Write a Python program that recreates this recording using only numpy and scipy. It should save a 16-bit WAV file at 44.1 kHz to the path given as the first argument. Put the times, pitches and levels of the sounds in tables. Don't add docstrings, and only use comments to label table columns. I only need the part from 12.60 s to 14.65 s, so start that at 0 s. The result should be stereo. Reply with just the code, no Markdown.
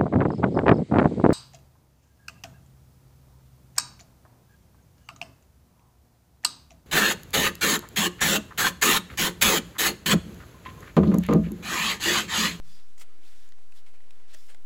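import sys
import numpy as np
from scipy import signal
from scipy.io import wavfile

SR = 44100
rng = np.random.default_rng(int(sys.argv[2]) if len(sys.argv) > 2 else 0)


def magnitude_from_level(level_db):
    exponent = np.asarray(level_db, float) / 20
    return 10 ** exponent


def transcribe(signal):
    frames = np.atleast_2d(signal).T
    limited = np.clip(frames, -1, 1)
    pcm = np.round(limited * 32767).astype(np.int16)
    wavfile.write(sys.argv[1], SR, pcm)


N = 90625

# f/Hz, density/(dB per Hz)
ROOM_COLOUR = [(88, -44), (150, -12), (221, -9.5), (1570, -16.5), (1870, -17), (3220, -18), (4840, -22.5),
               (5990, -21), (15500, -31)]
ROOM_DB = -66.5
# f/Hz, width/Hz, level/dB
BUILDING_RUMBLE = [(35, 9.6, -73.5), (61, 20, -81), (85.1, 15.2, -78), (315.5, 60, -80)]
# f/Hz, wobble/share of f, level/dB
TABLE_TONES = [(163, .05, -61), (107.4, 0.044, -60), (190.8, 0.019, -67.5)]
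TABLE_PEAKS = [.06, .082, 0.13]
TABLE_RISES = [40, 300, 60]
TABLE_FALLS = [150, 256, 148]
# t/s, rise/s, fall/s, level/dB, f/Hz
RINGING_STRETCHES = [(.03, 0.099, 0.16, -66.5, 4900), (0.068, 0.034, 0.045, -73, 3480),
                     (1.74, .05, .11, -68, 5250), (.45, 0.064, .08, -72, 1250), (.395, .02, .02, -59.5, 2100),
                     (.403, .012, .02, -60, 1350), (1.88, .02, .04, -63, 1600), (1.93, .02, .03, -69, 860),
                     (.39, 0.016, .03, -59, 7230), (.378, .002, 0.017, -59, 6600),
                     (.405, .012, .015, -64, 12500), (1.26, .01, .04, -68, 2200),
                     (1.885, .015, .015, -65, 8500), (1.725, .025, .03, -65.5, 600),
                     (0.504, .08, 0.25, -71, 315), (1.93, 0.064, 0.056, -71.5, 333),
                     (1.33, .03, .04, -70.5, 2430), (1.73, 0.014, .012, -60, 1790),
                     (1.28, 0.14, 0.19, -74, 539), (1.935, 0.016, 0.031, -69, 597)]
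# t/s, peak level/dB, f/Hz, ring/s
TICKS_AND_SNAPS = [(.9229, -46, 2000, .003), (1.506, -50, 3900, .003), (1.508, -45, 2500, .004),
                   (1.5092, -46, 3900, .003), (.9862, -50, 1300, .004), (1.1235, -47, 2600, .006),
                   (1.4055, -47, 2000, .003), (1.4395, -53, 2000, .003), (1.601, -53, 2200, .003),
                   (.878, -53, 7000, .002), (1.7478, -42, 1870, .006), (.3985, -47, 2400, .002),
                   (.3785, -48, 2100, .004), (.4195, -45, 1400, .004), (1.9475, -44, 2400, .003),
                   (1.948, -46, 1500, .005), (1.557, -54, 3300, .003), (1.264, -50, 2300, .004),
                   (.4132, -43, 1500, .003),
    (.4146, -38, 5500, .001),
    (.9224, -40, 4200, .0012),
    (1.7474, -35, 6000, .002),
    (.8905, -43, 7000, .0015),
]
# t/s, rise/s, fall/s, level/dB, brightness/(dB per octave)
LABEL_SCUFFS = [(.378, .001, 0.024, -56.5, -1), (.391, 0.0085, .012, -54, 1.5),
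                (.406, .009, 0.024, -48.5, -.5), (.43, 0.0087, 0.033, -63.5, -5),
                (1.26, .005, .05, -60.5, -4), (1.335, 0.0077, .045, -65.5, -5.5),
                (1.505, 0.0026, 0.0069, -57.5, -1), (1.8, 0.018, 0.044, -70, -4.5),
                (1.733, 0.011, 0.013, -52, 0.5), (1.875, .025, 0.046, -55.5, -3),
                (1.943, 0.0037, 0.0084, -55, -3), (1.118, 0.004, .01, -63, -0.5),
                (.982, 0.0037, 0.0067, -67, -3), (0.71, 0.025, 0.035, -69, -6)]
# f/Hz, density/(dB per Hz)
LABEL_COLOUR = [(250, -34), (500, -13.5), (1000, -12.5), (2200, -5.5), (4400, -10), (7000, -4.5),
                (10800, -14.5), (15500, -14)]
# f/Hz, width/Hz, level/dB
LABEL_RESONANCES = [(1416, 200, -15), (2130, 200, -14), (3320, 100, -16), (7000, 230, -13.5),
                    (8400, 770, -19.5), (12400, 670, -35)]
# t/s, rise/s, fall/s, level/dB, brightness/(dB per octave)
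THREAD_PULLS = [
    (0.0087, 0.095, 0.16, -60.5, 1.5),
    (0.204, 0.085, 0.052, -71.5, 0.5),
    (.44, .03, 0.23, -70, -5),
    (.6, 0.077, 0.29, -61.5, 0.5),
    (1.13, 0.044, 0.048, -60.5, 1),
    (1.67, 0.058, 0.066, -58.5, -1),
    (1.75, 0.043, 0.2, -64, 3.5),
    (.78, 0.07, 0.065, -72, -1.5),
    (.14, 0.058, 0.042, -71, -3),
    (1.4, 0.22, .1, -72.5, -6.5),
]
# f/Hz, density/(dB per Hz)
THREAD_COLOUR = [(290, -20), (500, -7.5), (748, -10.5), (1450, -3), (1670, -10), (1820, -3.5), (4980, -4),
                 (15500, -19)]
# f/Hz, width/Hz, level/dB
THREAD_RESONANCES = [(3510, 190, -16.5), (6710, 360, -14.5)]
PORT_HISS_BAND = [8860, 13900]
PORT_OFFSET = [
    [-.0333],
    [-.0389],
]


def rms_one(x):
    return x / np.sqrt(np.mean(x ** 2) + 1e-20)


def drift(rate_hz):
    r = np.exp(-80 * np.pi * rate_hz / SR)
    noise = rng.standard_normal(N // 40 + 2002)
    slow = signal.lfilter([1], [1, -2 * r, r * r], noise)[2000:]
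    return np.interp(np.arange(N) / 40, np.arange(len(slow)), rms_one(slow))


def resonate(x, hz, width_hz):
    r = np.exp(-np.pi * width_hz / SR)
    zeros = np.array([1, 0, -1]) * (1 - r * r) / 2
    poles = [1, -2 * r * np.cos(2 * np.pi * hz / SR), r * r]
    return signal.lfilter(zeros, poles, x)


def bandpass(x, edges_hz):
    return signal.sosfilt(signal.butter(2, edges_hz, "band", fs=SR, output="sos"), x)


def swell(t, start, rise, fall):
    return np.interp(t, [start, start + rise, start + rise + fall], [0, 1, 0])


def bands(source, colour, patchy_db, rate_hz):
    edges = 100 * 2 ** np.arange(0, 7.6, .5)
    centres = np.sqrt(edges[1:] * edges[:-1])
    points = np.array(colour)
    level = np.interp(np.log(centres), np.log(points[:, 0]), points[:, 1], left=points[0, 1] - 8)
    parts = []
    for k in range(len(centres)):
        gain = magnitude_from_level(level[k] + patchy_db * drift(rate_hz))
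        parts.append(gain * bandpass(source[k % 2], edges[k:k + 2]))
    return np.array(parts), centres


def grains(per_s, spread_db):
    size = magnitude_from_level(spread_db * np.minimum(rng.exponential(1, (2, N)), 4))
    sign = rng.choice([-1, 1], (2, N))
    slips = rng.random((2, N)) < per_s / SR
    return rms_one(size * sign * slips)


def rubbing(strokes, source, colour, resonances, curve, patchy_db, rate_hz):
    parts, hz = bands(source, colour, patchy_db, rate_hz)
    parts = parts / np.sqrt(np.mean(parts.sum(0) ** 2))
    rings = []
    for k, (f, width, db) in enumerate(resonances):
        gain = magnitude_from_level(db + patchy_db * drift(rate_hz))
        rings.append(gain * rms_one(resonate(source[k % 2], f, width)))
    parts = np.vstack([parts, rings])
    hz = np.append(hz, [peak[0] for peak in resonances])
    octaves = np.log2(hz / 3320)
    out, t = np.zeros(N), np.arange(N) / SR
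    for start, rise, fall, db, bright_db in strokes:
        shape = swell(t, start, rise, fall) ** curve
        on = shape > 0
        out[on] += shape[on] * (magnitude_from_level(db + bright_db * octaves) @ parts[:, on])
    return out


def building_hum():
    noise = rng.standard_normal((len(BUILDING_RUMBLE), N + SR))
    out = np.zeros(N)
    for stream, (hz, width, db) in zip(noise, BUILDING_RUMBLE):
        ringing = resonate(resonate(stream, hz, width), hz, width)
        out += magnitude_from_level(db) * rms_one(ringing[SR:])
    return out


def room():
    parts, _ = bands(rng.standard_normal((2, N)), ROOM_COLOUR, patchy_db=0.9, rate_hz=5.8)
    return magnitude_from_level(ROOM_DB) * rms_one(parts.sum(0)) + building_hum()


def table():
    t, out = np.arange(N) / SR, np.zeros(N)
    for (hz, wobble, db), peak, up, down in zip(TABLE_TONES, TABLE_PEAKS, TABLE_RISES, TABLE_FALLS):
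        pitch = hz * (1 + wobble * drift(12))
        tone = np.sqrt(2) * np.sin(2 * np.pi * np.cumsum(pitch) / SR)
        slope_db = np.minimum(up * (t - peak), -down * (t - peak))
        out += tone * magnitude_from_level(db + 2.0 * drift(15) + slope_db)
    return out


def singing():
    out, t = np.zeros(N), np.arange(N) / SR
    streams = rng.standard_normal((len(RINGING_STRETCHES), N))
    for (start, rise, fall, db, hz), noise in zip(RINGING_STRETCHES, streams):
        tone = rms_one(resonate(noise, hz, 0.05 * hz))
        out += magnitude_from_level(db) * swell(t, start, rise, fall) * tone
    return out


def needle():
    out, t = np.zeros(N + 1000), np.arange(900) / SR
    ratio = np.array([[1], [1.47], [.62]])
    gain = magnitude_from_level(np.array([[-2], [-12], [-12]]))
    for start, db, hz, ring_s in TICKS_AND_SNAPS:
        tones = gain * np.sin(2 * np.pi * hz * ratio * t)
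        pulse = tones.sum(0) * magnitude_from_level(-30 * t / ring_s)
        first = int(start * SR)
        out[first:first + 900] += magnitude_from_level(db) * pulse
    return out[:N]


def label():
    slips = grains(per_s=11000, spread_db=3.3)
    return rubbing(LABEL_SCUFFS, slips, LABEL_COLOUR, LABEL_RESONANCES, curve=0.93, patchy_db=1.4, rate_hz=29)


def thread():
    slips = grains(per_s=9000, spread_db=2.7)
    return rubbing(THREAD_PULLS, slips, THREAD_COLOUR, THREAD_RESONANCES, curve=0.9, patchy_db=1.0, rate_hz=11)


def scene():
    mono = room() + table() + singing() + needle() + label() + thread()
    return np.ones((2, 1)) * mono


def top_cut(x):
    return signal.sosfilt(signal.butter(12, 15710, fs=SR, output="sos"), x)


def record(dry):
    noise = rng.standard_normal((2, 2, N))
    hiss = bandpass(noise[0], PORT_HISS_BAND)
    rumble = signal.sosfilt(signal.butter(1, 603, fs=SR, output="sos"), noise[1])
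    ports = magnitude_from_level(-86.5) * rms_one(hiss) + magnitude_from_level(-92) * rms_one(rumble)
    mix = dry + ports + np.array(PORT_OFFSET)
    return top_cut(mix)


dry = scene()
out = record(dry)
transcribe(out)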